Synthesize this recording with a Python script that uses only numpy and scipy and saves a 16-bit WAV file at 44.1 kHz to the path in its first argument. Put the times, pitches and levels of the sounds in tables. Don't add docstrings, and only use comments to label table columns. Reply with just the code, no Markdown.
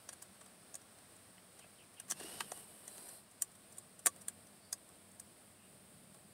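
import sys
import numpy as np
from scipy import signal
from scipy.fft import rfft, irfft, next_fast_len
from scipy.io import wavfile

SR = 44100
rng = np.random.default_rng(int(sys.argv[2]) if len(sys.argv) > 2 else 0)


def materialize(psi):
    bounded = np.clip(np.atleast_2d(psi).T, -1, 1)
    quanta = np.round(bounded * 32767).astype(np.int16)
    wavfile.write(sys.argv[1], SR, quanta)


def magnitude_from_level(level_db):
    exponent = np.asarray(level_db, float) / 20
    return 10 ** exponent


N = 279153
SPAN, LEAD = 6000, 800
TOP_HZ = 15760


# time in seconds, peak in dB, shell in dB, seated parts in dB, panel in dB.
SNAPS = [(0.0905, -35, -7, -16, -16), (0.7432, -38, -4, -28, -15), (0.7538, -32, -10.5, -28, -21.5),
         (2.0001, -35.5, -17, -22.5, -23), (2.1108, -26, -5.5, -22, -32), (2.12, -29.5, -12, -14.5, -30),
         (2.4066, -29.5, -23, -7, -22), (2.5182, -31.5, -11, -16.5, -15.5),
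         (2.8789, -33.5, -10.5, -25, -23), (2.9796, -39.5, -14, -21, -20),
         (3.4209, -18, -11.5, -33.5, -30.5), (3.7832, -35.5, -31, -32, -21.5),
         (4.061, -15, -17, -34, -27.5), (4.0682, -13, -14.5, -23, -23.5), (4.2831, -24, -17, -27, -31),
         (4.728, -24.5, -18, -26.5, -28), (5.1978, -37, -9, -29, -22)]


def latch_snaps():
    out = np.zeros(N + SPAN)
    for time_s, peak_db, shell_db, seated_db, panel_db in SNAPS:
        snap = contact(shell_db + 4.5, seated_db + 7, seated_db + 5, panel_db + 0.5,
                       creep_ms=0.74, chatter_ms=3.02)
        start = round(time_s * SR) - LEAD
        out[start:start + SPAN] += magnitude_from_level(peak_db) * snap
    return out[:N]


# time in seconds, peak in dB, body in dB, chatter in ms.
TICKS = [(0.13, -35.5, -15, 4.7), (0.2237, -32, -19.5, 4.2), (0.412, -42.5, -7, 4.9),
         (0.4623, -45.5, -11, 4.0), (0.817, -44, -16, 4.0), (0.9863, -47, -11, 4.0),
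         (1.1644, -46, -25, 3.3), (1.593, -40, -14, 3.5), (1.942, -44.5, -14, 4.0), (2.0825, -40, -12, 17),
         (2.1017, -21.5, -22.5, 17.9), (2.2, -35, -9, 5.3), (2.2336, -38, -10, 8), (2.573, -36.5, -18, 4.7),
         (3.0893, -34, -18, 4.05), (3.3134, -46, -23, 4.5), (3.5164, -48, -30, 4.0),
         (3.554, -45.5, -18, 4.4), (3.7247, -41.5, -27, 8), (3.7698, -38, -27, 4.4),
         (3.9923, -37.5, -18.5, 9.5), (4.163, -40, -19.5, 1.2), (4.2129, -39.5, -23, 12),
         (4.297, -43, -13, 2.7), (4.4689, -44, -23, 7.7), (4.738, -40, -19, 4.2), (4.8914, -41.5, -16, 2.4),
         (5.117, -48, -22, 4.3), (6.1452, -46, -11, 4.0)]


def plastic_ticks():
    out = np.zeros(N + SPAN)
    for time_s, peak_db, body_db, chatter_ms in TICKS:
        tick = contact(-9, body_db + 3.5, body_db - 0.5, body_db + 2.5, creep_ms=2.3, chatter_ms=chatter_ms)
        start = round(time_s * SR) - LEAD
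        out[start:start + SPAN] += magnitude_from_level(peak_db - 6.5) * tick
    return out[:N]


# pitch in Hz, level in dB, decay time t60 in seconds.
LATCH = [(7040, -3, 0.0059), (7770, 1, 0.0042), (8430, 3.5, 0.0061), (9090, 1, 0.01), (10170, -2, 0.0063),
         (11130, -5, 0.0041), (12630, -2.5, .003), (13940, 2, 0.0012), (14500, -9, 0.0039)]
SHELL = [(5360, -9.5, 0.00086), (6100, -3.5, 0.0042), (5970, 3.5, 0.0035), (7137, 1, 0.0054)]
TONGUE = [(2650, -1, 0.0028), (3240, -3, 0.0091), (4090, 1, 0.0039), (4220, 2, 0.0057), (4610, 3.5, 0.0016)]
HOUSING = [(1430, 0.5, 0.011), (1590, 1.5, 0.02), (1930, 0.5, 0.013)]
PANEL = [(355, -16.5, 0.15), (531, -3.5, 0.098), (727, 5, 0.014), (882, -12.5, 0.059), (1122, -3.5, 0.077)]


def contact(shell_db, tongue_db, housing_db, panel_db, creep_ms, chatter_ms):
    ms = (np.arange(SPAN) - LEAD) * 1000 / SR
    creep = 1.2 * np.exp(-np.abs(ms) / creep_ms) + 0.092 * np.exp(-(ms / 7.8) ** 2)
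    chatter = np.exp(-(ms / chatter_ms) ** 2)
    rattle = 0.17 * np.exp(-(ms / 11) ** 2) + 0.04 * np.exp(-np.abs(ms) / 12)
    swell = np.where(ms < 0, creep, chatter + rattle)
    slips = swell * rng.standard_normal(SPAN) * magnitude_from_level(3.16 * rng.exponential(1, SPAN))
    first_blow = slips * (1.1 + np.exp(-np.abs(ms) / 2))
    out = body(slips, LATCH)
    out += magnitude_from_level(shell_db) * body(slips, SHELL)
    out += magnitude_from_level(tongue_db) * body(slips, TONGUE)
    out += magnitude_from_level(housing_db) * body(first_blow, HOUSING)
    out += magnitude_from_level(panel_db) * body(first_blow, PANEL)
    return out


def body(slips, modes):
    out = np.zeros(len(slips))
    sign = 1
    for hz, level_db, t60_s in modes:
        strength_db, detune = 2 * rng.standard_normal(), 0.014 * rng.standard_normal()
        out += sign * magnitude_from_level(level_db + strength_db) * ring(slips, hz * (1 + detune), t60_s)
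        sign = -sign
    return out / np.abs(out).max()


def ring(x, hz, t60_s):
    decay, turn = magnitude_from_level(-60 / (t60_s * SR)), 2 * np.pi * hz / SR
    return signal.lfilter([0, np.sin(turn)], [1, -2 * decay * np.cos(turn), decay ** 2], x)


# time in seconds, peak in dB, pitch in Hz, decay t60 in seconds.
KNOCKS = [(1.381, -52, 3000, 0.014), (1.382, -51, 2000, 0.01), (1.643, -55, 1600, .012),
          (1.644, -52, 610, 0.028), (2.121, -35, 170, 0.037), (2.211, -29.5, 318, 0.0072),
          (2.245, -37, 320, 0.024), (2.4066, -31.5, 920, 0.022), (2.407, -40, 4400, 0.013),
          (2.4076, -28.5, 1130, 0.0083), (2.5185, -38.5, 535, 0.032), (2.5194, -34.5, 760, 0.017),
          (4.061, -38.5, 528, 0.069), (4.068, -39.5, 700, 0.028), (4.0615, -23, 7400, 0.0086),
          (4.060, -21, 1780, 0.0032), (4.0684, -24.5, 1600, 0.012), (4.0679, -33.5, 1138, 0.063),
          (4.730, -33, 4970, 0.018), (4.7295, -29.5, 6400, 0.014), (3.4215, -41, 4600, 0.0074),
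          (4.0685, -27.5, 2300, 0.0048), (5.198, -37.5, 8000, 0.01), (5.286, -49, 220, 0.045)]


def trim_knocks():
    out = np.zeros(N)
    for time_s, peak_db, hz, t60_s in KNOCKS:
        blow = np.full(N, 1e-18)
        blow[round(time_s * SR)] = magnitude_from_level(peak_db)
        out += ring(blow, hz, t60_s)
    return out


# frequency in Hz, level in dB per Hz.
RUB_BRIGHT = [(5500, -15), (6400, -27), (7410, -9.5), (8610, 4.5), (9820, -2), (11300, -2), (13000, -11),
              (15700, -13)]
RUB_MIDDLE = [(900, -15), (1500, -3), (3000, -0.5), (4600, -0.5), (5600, 0), (6300, -7.5), (7200, -3)]
RUB_LOW = [(100, -12), (200, 4), (345, 7.5), (700, 7), (1200, -0.5), (2000, -4.5)]
# start in seconds, length in seconds, speed in dB, pressure in dB,
# hollow of the trim in Hz.
STROKES = [
    (2.126, 0.36, -55.5, -1, 3150),
    (2.408, 0.27, -56.5, -10.5, 2990),
    (2.596, 0.38, -63.5, -11, 3030),
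    (2.828, .405, -58.5, -11.5, 4220),
    (2.881, .3, -62, -7.5, 4980),
]


def sleeve():
    t, out = np.arange(N) / SR, np.zeros(N)
    catches = magnitude_from_level(0.39 * drift(50) + 0.91 * drift(400))
    for start_s, length_s, speed_db, pressure_db, hollow_hz in STROKES:
        swell = (t - start_s) / 0.096
        stop = (start_s + length_s - t) / 0.076
        moving = np.clip(np.minimum(swell, stop), 0, 1)
        remaining = np.clip(1 - (t - start_s) / length_s, 0, 1)
        pitch = hollow_hz * (1 - 0.17 * magnitude_from_level(pressure_db) * remaining)
        wander = drift(100) + 1j * drift(100)
        hollow = np.real(wander * np.exp(2j * np.pi * np.cumsum(pitch) / SR))
        rub = magnitude_from_level(1.3) * coloured(RUB_BRIGHT)
        rub += magnitude_from_level(pressure_db - 2) * coloured(RUB_MIDDLE)
        rub += magnitude_from_level(0.65 * pressure_db - 6) * hollow
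        rub += magnitude_from_level(0.43 * pressure_db - 2.5) * coloured(RUB_LOW)
        out += magnitude_from_level(speed_db) * moving * rub
    return catches * out


def rms_one(x):
    return x / np.sqrt(np.mean(x ** 2) + 1e-20)


def coloured(spectrum):
    hz, level_db = np.transpose(spectrum)
    size = next_fast_len(N)
    log_hz = np.log(np.arange(size // 2 + 1) * SR / size + 1)
    gain = magnitude_from_level(np.interp(log_hz, np.log(hz), level_db, right=-60))
    return rms_one(irfft(rfft(rng.standard_normal(size)) * gain, size)[:N])


def drift(rate_hz):
    r = np.exp(-2 * np.pi * rate_hz / SR)
    wander = signal.lfilter([1], [1, -2 * r, r * r], rng.standard_normal(N + SR))
    return rms_one(wander[SR:])


# start in seconds, length in seconds, first pitch in Hz, last pitch in Hz, level in dB.
CHIRPS = [
    (1.597, .055, 3200, 2300, -68),
    (1.777, .055, 3250, 2200, -66),
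    (1.96, .05, 3300, 2300, -65),
    (4.59, .13, 4500, 4800, -73),
    (5.56, .13, 2700, 2750, -75),
]


def birds():
    out = np.zeros(N)
    husk = 0.5 + drift(260) + 1j * drift(260)
    for start_s, length_s, first_hz, last_hz, level_db in CHIRPS:
        progress = np.arange(round(length_s * SR)) / (length_s * SR)
        phase = 2 * np.pi * np.cumsum(first_hz + (last_hz - first_hz) * progress) / SR
        start = round(start_s * SR)
        span = slice(start, start + len(progress))
        out[span] += magnitude_from_level(level_db) * np.sin(np.pi * progress) * np.real(husk[span] * np.exp(1j * phase))
    return out + magnitude_from_level(-3) * np.roll(out, round(0.019 * SR))


# nearest moment in seconds, level in dB.
PASSES = [
    (2.3, -61),
    (4.25, -68.5),
    (6.0, -63),
]


def traffic():
    t = np.arange(N) / SR
    passing = np.zeros(N)
    for nearest_s, level_db in PASSES:
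        passing += magnitude_from_level(level_db) / (1 + ((t - nearest_s) / 0.23) ** 2)
    rumble = coloured([(50, -39), (95, 4.5), (150, -11), (190, 9), (240, 0), (400, -69)])
    engine_hz = 150
    engine = np.real((drift(3.9) + 1j * drift(6.6)) * np.exp(2j * np.pi * engine_hz * t))
    road = (magnitude_from_level(-65.5) + passing) * magnitude_from_level(-8.5 + 2 * drift(3.7)) * rumble
    return road + magnitude_from_level(-8) * passing * engine


def breeze():
    level_db = -69 - 0.88 * np.arange(N) / SR
    return magnitude_from_level(level_db) * coloured([(500, -16), (1100, 3.5), (3000, -5.5), (5500, -5), (7000, -11)])


# frequency in Hz, level in dB per Hz.
AIR = [(25, -39), (45.5, -19.5), (105, -7), (240, -7.5), (573, -10.5), (615, -7), (985, -17.5), (5240, -22),
       (5700, -34), (6900, -27.5), (7800, -17), (8550, -10.5), (10240, -15.5), (9600, -22.5), (TOP_HZ, -25)]


def outdoor_air():
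    return magnitude_from_level(-62.5 + 0.67 * drift(5.1)) * coloured(AIR)


def cabin(x):
    t60_s, level_db = 0.047, -11
    t = np.arange(SPAN) / SR
    tail = rng.standard_normal(SPAN) * magnitude_from_level(-60 * t / t60_s) * (t > 0.002)
    tail /= np.sqrt(np.sum(tail ** 2))
    return x + magnitude_from_level(level_db) * signal.fftconvolve(x, tail)[:N]


def scene():
    plugs = latch_snaps() + plastic_ticks() + trim_knocks()
    plugs = signal.sosfilt(signal.butter(4, 280, "high", fs=SR, output="sos"), plugs)
    mono = cabin(plugs + birds()) + sleeve() + traffic() + breeze() + outdoor_air()
    return np.array([mono, mono])


def top_cut(x):
    return signal.sosfilt(signal.butter(12, 16630, fs=SR, output="sos"), x)


def record(dry):
    low_pass = signal.ellip(12, 0.5, 70, 16500, fs=SR, output="sos")
    return top_cut(signal.sosfilt(low_pass, dry))


dry = scene()
out = record(dry)
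materialize(out)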